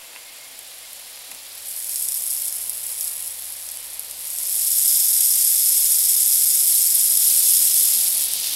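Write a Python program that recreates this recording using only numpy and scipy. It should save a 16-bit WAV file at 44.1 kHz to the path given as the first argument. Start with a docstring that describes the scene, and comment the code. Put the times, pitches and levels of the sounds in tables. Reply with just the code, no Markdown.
"""A pop-up lawn sprinkler head, its line being cleared with compressed air, sprays water, spits as the first
air pockets reach it, calms, then blows a loud, ragged hiss of mist. The spitting is thousands of tiny noise
bursts coloured by the head's resonances; a smoother noise is the jet. A parked car beside the head throws
the hiss back until the listener steps along it, with soft rustling, taps and squeaks. Behind lie steady
noise from settling spray and the street, and a far compressor's hum made of slowly drifting sine waves."""
import sys
import numpy as np
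from scipy import signal
from scipy.fft import rfft, irfft
from scipy.io import wavfile
from scipy.ndimage import uniform_filter1d

SR = 44100
rng = np.random.default_rng(int(sys.argv[2]) if len(sys.argv) > 2 else 0)


def digitize_waveform(pressure):
    """Quantize a signal to 16-bit integers and store it at the path in sys.argv[1].

    Rows of a 2-D input are taken as channels; values are limited to [-1, 1].
    """
    field = np.atleast_2d(pressure).T
    bounded = np.clip(field, -1, 1)
    quanta = np.round(bounded * 32767).astype(np.int16)
    wavfile.write(sys.argv[1], SR, quanta)


N = 377055
TIME = np.arange(N) / SR

# strength of the spitting, as one slug of air passes and then the main blast arrives,
# before surging, limiting and echoes: (time_s, level_db)
SPIT_LEVEL = [(0, -47.5), (1.56, -41.5), (1.7, -32), (1.97, -25.5), (2.38, -25), (2.6, -30), (2.78, -30),
              (3.03, -27.5), (3.16, -31), (3.65, -34), (3.98, -37.5), (4.2, -33.8), (4.56, -20.5),
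              (4.95, -16.6), (6.9, -16.5), (7.78, -15), (8.23, -20), (8.3, -27)]


def gain_of(db):
    """Turns decibels into an amplitude factor."""
    return 10 ** (np.asarray(db) / 20)


def evened(x):
    """Scales a sound to an average strength (rms) of 1."""
    return x / np.sqrt(np.mean(x ** 2) + 1e-20)


def follow(curve, t=TIME):
    """Reads a curve of (time_s, value) rows at times t, with straight lines between the rows."""
    return np.interp(t, *np.transpose(curve))


def read(points, hz):
    """Reads a spectrum of (pitch_hz, level_db) rows, spacing pitch by octaves as the ear does."""
    f, db = np.transpose(points)
    return np.interp(np.log(hz + 1), np.log(f), db)


def add(mix, start_s, sound):
    """Lays a sound into the mix at its start time, cutting off what runs past the end."""
    part = mix[max(round(start_s * SR), 0):][:len(sound)]
    part += sound[:len(part)]


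def noise(spectrum):
    """Steady noise of rms 1: each pitch of plain noise is raised or lowered to give the colour."""
    hz = np.fft.rfftfreq(N, 1 / SR)
    plain = rfft(rng.standard_normal(N))
    return evened(irfft(plain * gain_of(read(spectrum, hz)), N))


def wander(rate_hz):
    """Smooth random motion of rms 1: noise that fades out above about rate_hz."""
    hz = np.fft.rfftfreq(N, 1 / SR)
    plain = rfft(rng.standard_normal(N))
    return evened(irfft(plain / np.sqrt(1 + (hz / rate_hz) ** 4), N))


def bump(x, centre, width):
    """Bell curve of height 1 and the given width at half height."""
    return .5 ** ((2 * (x - centre) / width) ** 2)


def air_share(t=TIME):
    """How much of the flow is air, from 0 (all water) to 1 (all air)."""
    # air in the line: (time_s, air_share 0-1)
    air_curve = [(0, .45), (1.5, .05), (1.95, .38), (3.4, 0.01), (4.35, 0.46), (4.65, 0.82), (5.2, .95),
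                 (8.05, 0.65), (8.3, .26)]
    return np.clip(follow(air_curve, t), 0, 1)


def sputter(wet_per_s=550, dry_per_s=1100, wet_spread_db=3.0, dry_spread_db=1.0,
            burst_s=0.0003, fizz=0.36, ceiling_db=-10):
    """Air tears through water in tiny bursts: few and uneven when wet, dense and alike when mostly air."""
    # the flow is unsteady, most of all while it is mainly water
    wet_surge_db, dry_surge_db, surge_hz = 1.1, 0.42, 8.3
    air = air_share()
    rate = wet_per_s + (dry_per_s - wet_per_s) * air
    spread_db = wet_spread_db + (dry_spread_db - wet_spread_db) * air
    size = gain_of(spread_db * np.clip(rng.standard_normal(N), -2, 2))
    strikes = size ** 2 * (rng.random(N) < rate / SR)
    # every strike dies away within a fraction of a millisecond
    age_s = np.arange(256) / SR
    power = np.maximum(signal.oaconvolve(strikes, np.exp(-age_s / burst_s))[:N], 0)
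    # the surging flow through the line sets the mean power; the bursts share it out
    power /= uniform_filter1d(power, size=2000) + 1e-9
    surge_db = (wet_surge_db + (dry_surge_db - wet_surge_db) * air) * wander(surge_hz)
    flow = gain_of(follow(SPIT_LEVEL) + surge_db)
    # fizz is the steady part that fills the gaps between bursts
    envelope = flow * np.sqrt((power + fizz) / (1 + fizz))
    # no burst can be stronger than the line pressure allows
    envelope /= (1 + (envelope / gain_of(ceiling_db)) ** 4) ** (1 / 4)
    # random signs turn the envelope into noise
    return envelope * rng.choice([-1, 1], N)


def lesser_pockets(dry_share=.6, count=400):
    """Random (start_s, level_db) rows for small air pockets; they die out once the flow is mostly air."""
    # most pockets per second, their level above the spitting, and scatter either way
    most_per_s, over_db, scatter_db = 9, 7.5, 2
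    when, luck, size = rng.random((count, 3)).T
    start_s = when * N / SR
    rate = most_per_s * np.clip(1 - air_share(start_s) / dry_share, 0, 1)
    level_db = follow(SPIT_LEVEL, start_s) + over_db + scatter_db * (2 * size - 1)
    # of the evenly scattered candidates, keep just enough to give the wanted rate
    kept = luck < rate * N / SR / count
    return list(zip(start_s[kept], level_db[kept]))


def pops(spatter_db=-15, spatter_s=0.0023, top_hz=13000, lift_db=1.5):
    """An air pocket: one sharp crack and a short spatter, a little duller than the small bursts."""
    # the largest single air pockets, before the lift and the dulling:
    # (start_s, level_db over one millisecond)
    large_pockets = [(.591, -28.5), (.932, -25), (1.315, -24.5), (1.348, -26), (1.959, -12.5),
                     (2.087, -14.5), (2.121, -14), (2.482, -14.5), (2.526, -15), (2.696, -12.5),
                     (3.01, -14), (3.079, -16.5), (3.689, -17.5), (3.772, -21.5), (3.995, -17),
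                     (4.112, -19), (4.386, -15.5), (8.336, -10.5)]
    out, t = np.zeros(N), TIME[:SR // 40]
    crack = np.exp(-t / .00048)
    shape = crack + gain_of(spatter_db) * np.exp(-t / spatter_s)
    # same energy as a full-strength millisecond
    shape /= np.sqrt(np.sum(shape ** 2) / (SR // 1000))
    for start_s, level_db in large_pockets + lesser_pockets():
        add(out, start_s, gain_of(level_db + lift_db) * shape * rng.choice([-1, 1], len(t)))
    return signal.sosfilt(signal.butter(1, top_hz, fs=SR, output="sos"), out)


def head(drive, nozzle_width_hz=1150, nozzle_db=7, wet_damping_db=4, damped_below_hz=7500,
         wet_sparkle_db=4, sparkle_hz=15200, sparkle_width_hz=2600):
    """The stem and nozzle colour every burst; water damps the lower resonances and adds sparkle on top."""
    # basic colour of a burst, relative: (pitch_hz, level_db per Hz)
    burst_colour = [(300, -52), (1200, -43), (2000, -33.5), (3000, -28), (4300, -21.5), (6100, -15.5),
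                    (7500, -13), (9200, -9.5), (10300, -6.5), (11500, -8), (12600, -9), (14000, -17.5),
                    (15700, -20)]
    # resonances of the pop-up stem: (pitch_hz, width_hz, lift_db)
    stem_modes = [(2110, 250, 3.5), (3510, 470, 7), (5200, 930, 8.5), (6950, 620, 4.5), (8290, 960, 6.5),
                  (9490, 290, 4), (11930, 270, 2.5), (13300, 580, 6.5), (14400, 500, 0.5)]
    # the nozzle's main resonance rises as air replaces water
    nozzle_wet_hz, nozzle_dry_hz = 10990, 11400
    # cut the sound into short overlapping slices, so that the colour can change with time
    hz, t, slices = signal.stft(drive, SR, nperseg=512, noverlap=384)
    hz = hz[:, None]
    air = air_share(t)
    stem_db = sum(db * bump(hz, mode_hz, width_hz) for mode_hz, width_hz, db in stem_modes)
    nozzle_hz = nozzle_wet_hz + (nozzle_dry_hz - nozzle_wet_hz) * air
    nozzle_lift_db = nozzle_db * bump(hz, nozzle_hz, nozzle_width_hz)
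    sparkle_db = wet_sparkle_db * bump(hz, sparkle_hz, sparkle_width_hz)
    damping_db = wet_damping_db / (1 + (hz / damped_below_hz) ** 8)
    wet_db = (1 - air) * (sparkle_db - damping_db)
    colour = gain_of(read(burst_colour, hz) + stem_db + nozzle_lift_db + wet_db)
    # colour alone must not change the overall strength
    colour /= np.sqrt(np.mean(colour ** 2, axis=0))
    return signal.istft(slices * colour, SR, nperseg=512, noverlap=384)[1][:N]


def jet(lift_db=1, flutter_db=1.02, flutter_hz=40):
    """The fan of spray rushes more smoothly and lower than the spitting: gently fluttering noise."""
    # smooth rush, which opens up as the listener steps along the car, before the lift: (time_s, level_db)
    jet_level = [(0, -49.5), (1.1, -45), (4.0, -45), (4.7, -42.5), (7.15, -39.5), (7.25, -34), (8.2, -32.3),
                 (8.5, -28)]
    # colour of the rush, relative: (pitch_hz, level_db per Hz)
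    rush_colour = [(300, -30), (1400, -19.5), (2200, -10.5), (3300, -0.5), (4600, 2.5), (5400, 0),
                   (6400, -3), (8000, -5.5), (11000, -5.5), (13000, -8.5), (15700, -14.5)]
    level_db = follow(jet_level) + lift_db + flutter_db * wander(flutter_hz)
    return gain_of(level_db) * noise(rush_colour)


def surroundings(x, scatter_db=-15, scatter_t60=0.068):
    """Close reflections off the car are delayed copies; drive and house wall add a thin, dying scatter."""
    # reflections off the car, before their reach is applied: (delay_ms, gain)
    car_echoes = [(3.288, .17), (3.447, -.09), (3.878, -.12), (4.375, -.07)]
    # how much of them reaches the listener: (time_s, factor)
    car_reach = [(0, 1.3), (3.8, 1.2), (4.8, 0.65), (7.1, 1.55), (7.35, .1)]
    echo = sum(gain * np.pad(x, (round(ms * SR / 1000), 0))[:N] for ms, gain in car_echoes)
    t = TIME[:SR // 4]
    # random reflections from 4 ms on, falling 60 dB in scatter_t60 seconds
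    tail = rng.standard_normal(len(t)) * gain_of(-60 * t / scatter_t60) * (t > .004)
    scatter = signal.oaconvolve(x, tail / np.linalg.norm(tail))[:N]
    return x + follow(car_reach) * echo + gain_of(scatter_db) * scatter


def mist(level_db=-44):
    """The smooth, steady hiss of the other heads and of spray settling on grass."""
    # colour of the settling spray, relative: (pitch_hz, level_db per Hz)
    mist_colour = [(500, -21), (1500, -14), (2100, -0.5), (3300, 1.5), (5000, -2), (6300, -5.5),
                   (7400, 3.5), (8400, -8), (9300, 5), (10100, -10), (11000, 0), (12500, -3), (14200, -9),
                   (15700, -4.5)]
    return gain_of(level_db) * noise(mist_colour)


def yard(level_db=-50.5, swell_db=0.35, rumble_below_hz=350):
    """The even wash of the street is coloured noise; its low rumble slowly grows."""
    # colour of the wash before the rumble is changed, relative: (pitch_hz, level_db per Hz)
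    yard_colour = [(25, -6.5), (45, -19), (100, -12.5), (160, -16.5), (270, -9.5), (390, -14.5),
                   (500, -4.5), (760, -4.5), (950, -6.5), (1350, -9.5), (1800, -7), (2400, -6.5),
                   (3500, -12.5), (6000, -60)]
    # the low end starts weaker and gains a little every second
    rumble_start_db, rumble_db_per_s = -3.5, .5
    wash = gain_of(level_db + swell_db * wander(1.8)) * noise(yard_colour)
    low = signal.sosfiltfilt(signal.butter(2, rumble_below_hz, fs=SR, output="sos"), wash)
    return wash + (gain_of(rumble_start_db + rumble_db_per_s * TIME) - 1) * low


def compressor(waver_db=0.5, drift=0.0011, drone_drift=.02):
    """A low, nearly pure far-off hum swells and then wavers slightly; a fainter, higher drone joins it."""
    # the drone comes and goes: (time_s at its height, width_s at half height, level_db at its height)
    drone_swells = [(2.65, .7, -71.5), (5.5, .6, -73)]
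    hum_hz, drone_hz = 76.7, 192
    start_db, steady_db, rise_s = -82, -65, 2.3
    turns = np.cumsum(hum_hz * (1 + drift * wander(1))) / SR
    hum_db = np.interp(TIME, [0, rise_s], [start_db, steady_db])
    hum = gain_of(hum_db + waver_db * wander(2)) * evened(np.sin(2 * np.pi * turns))
    turns = np.cumsum(drone_hz * (1 + drone_drift * wander(1.8))) / SR
    swells = sum(gain_of(db) * bump(TIME, s, width_s) for s, width_s, db in drone_swells)
    return hum + swells * evened(np.sin(2 * np.pi * turns))


def taps():
    """Light handling taps: each sets off a handful of pitches that ring briefly and die away."""
    # (start_s, peak_db, brightness_db per octave)
    tap_list = [(.016, -34, 9), (.044, -32, -2), (.134, -34, 10), (.154, -33, 2), (.162, -23, 0),
                (0.1703, -30, 9), (.366, -34, 7), (.492, -38, 6), (1.175, -29, 2), (1.318, -26, 4)]
    # what the taps ring with, before brightness: (pitch_hz, level_db, t60_s to fall by 60 dB)
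    case_modes = [(620, -25, .03), (1020, -2.5, .03), (1650, -11, .008), (2150, 0, .012),
                  (2660, 11, 0.0078), (3500, 2, .005), (4400, -8, .004), (5200, -12, .003)]
    out, t = np.zeros(N), TIME[:SR // 10]
    high_pass = signal.butter(3, 550, "high", fs=SR, output="sos")
    for start_s, peak_db, tilt_db in tap_list:
        ring = np.zeros(len(t))
        for hz, db, t60 in case_modes:
            # a harder contact favours the higher modes
            fading = gain_of(db + tilt_db * np.log2(hz) - 60 * t / t60)
            ring += fading * np.sin(2 * np.pi * hz * t)
        ring = signal.sosfilt(high_pass, ring)
        add(out, start_s, gain_of(peak_db) * ring / abs(ring).max())
    return out


def squeaks(squeak_hz=2140, squeak_jitter=0.0035):
    """Faint squeaks: a single tone with a slightly shaky pitch, softly faded in and out."""
    # (start_s, length_s, level_db)
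    squeak_list = [(.175, .05, -56), (.247, .075, -51), (.35, .15, -52), (.82, .043, -52)]
    loudness = np.zeros(N)
    for start_s, length_s, db in squeak_list:
        add(loudness, start_s, gain_of(db) * signal.windows.tukey(round(length_s * SR), .7))
    turns = np.cumsum(squeak_hz * (1 + squeak_jitter * wander(90))) / SR
    return loudness * evened(np.sin(2 * np.pi * turns))


def rustle(flutter_db=2, flutter_hz=9.7):
    """Soft rustle of moving about: dull, fluttering noise, with one short early brush."""
    # loudness of the rustle before flutter: (time_s, level_db)
    rustle_level = [(0, -84), (4.3, -76), (5, -65.5), (7.15, -66), (7.3, -55.5), (7.7, -54), (8.55, -54)]
    # its colour, relative: (pitch_hz, level_db per Hz)
    rustle_colour = [(30, -8), (140, -2.5), (280, 5.5), (410, -2), (520, 2), (800, 3), (1300, -9),
                     (3000, -26), (8000, -40)]
    brush_s, brush_width_s, brush_db = 1.32, .07, -58
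    brush = gain_of(brush_db) * bump(TIME, brush_s, brush_width_s)
    rubbing = gain_of(follow(rustle_level)) + brush
    return rubbing * gain_of(flutter_db * wander(flutter_hz)) * noise(rustle_colour)


def scene():
    """The sprinkler in its surroundings, over the quiet background and the close handling sounds."""
    sprinkler = surroundings(head(sputter() + pops()) + jet())
    background = mist() + yard() + compressor()
    handling = taps() + squeaks() + rustle()
    return (sprinkler + background + handling)[None]


def record(dry):
    """A steep filter takes away the treble above about 15.8 kHz."""
    low_pass = signal.firwin(1023, 15800, window=("kaiser", 9), fs=SR)
    return signal.oaconvolve(dry, low_pass[None], "same")


dry = scene()
out = record(dry)
digitize_waveform(out)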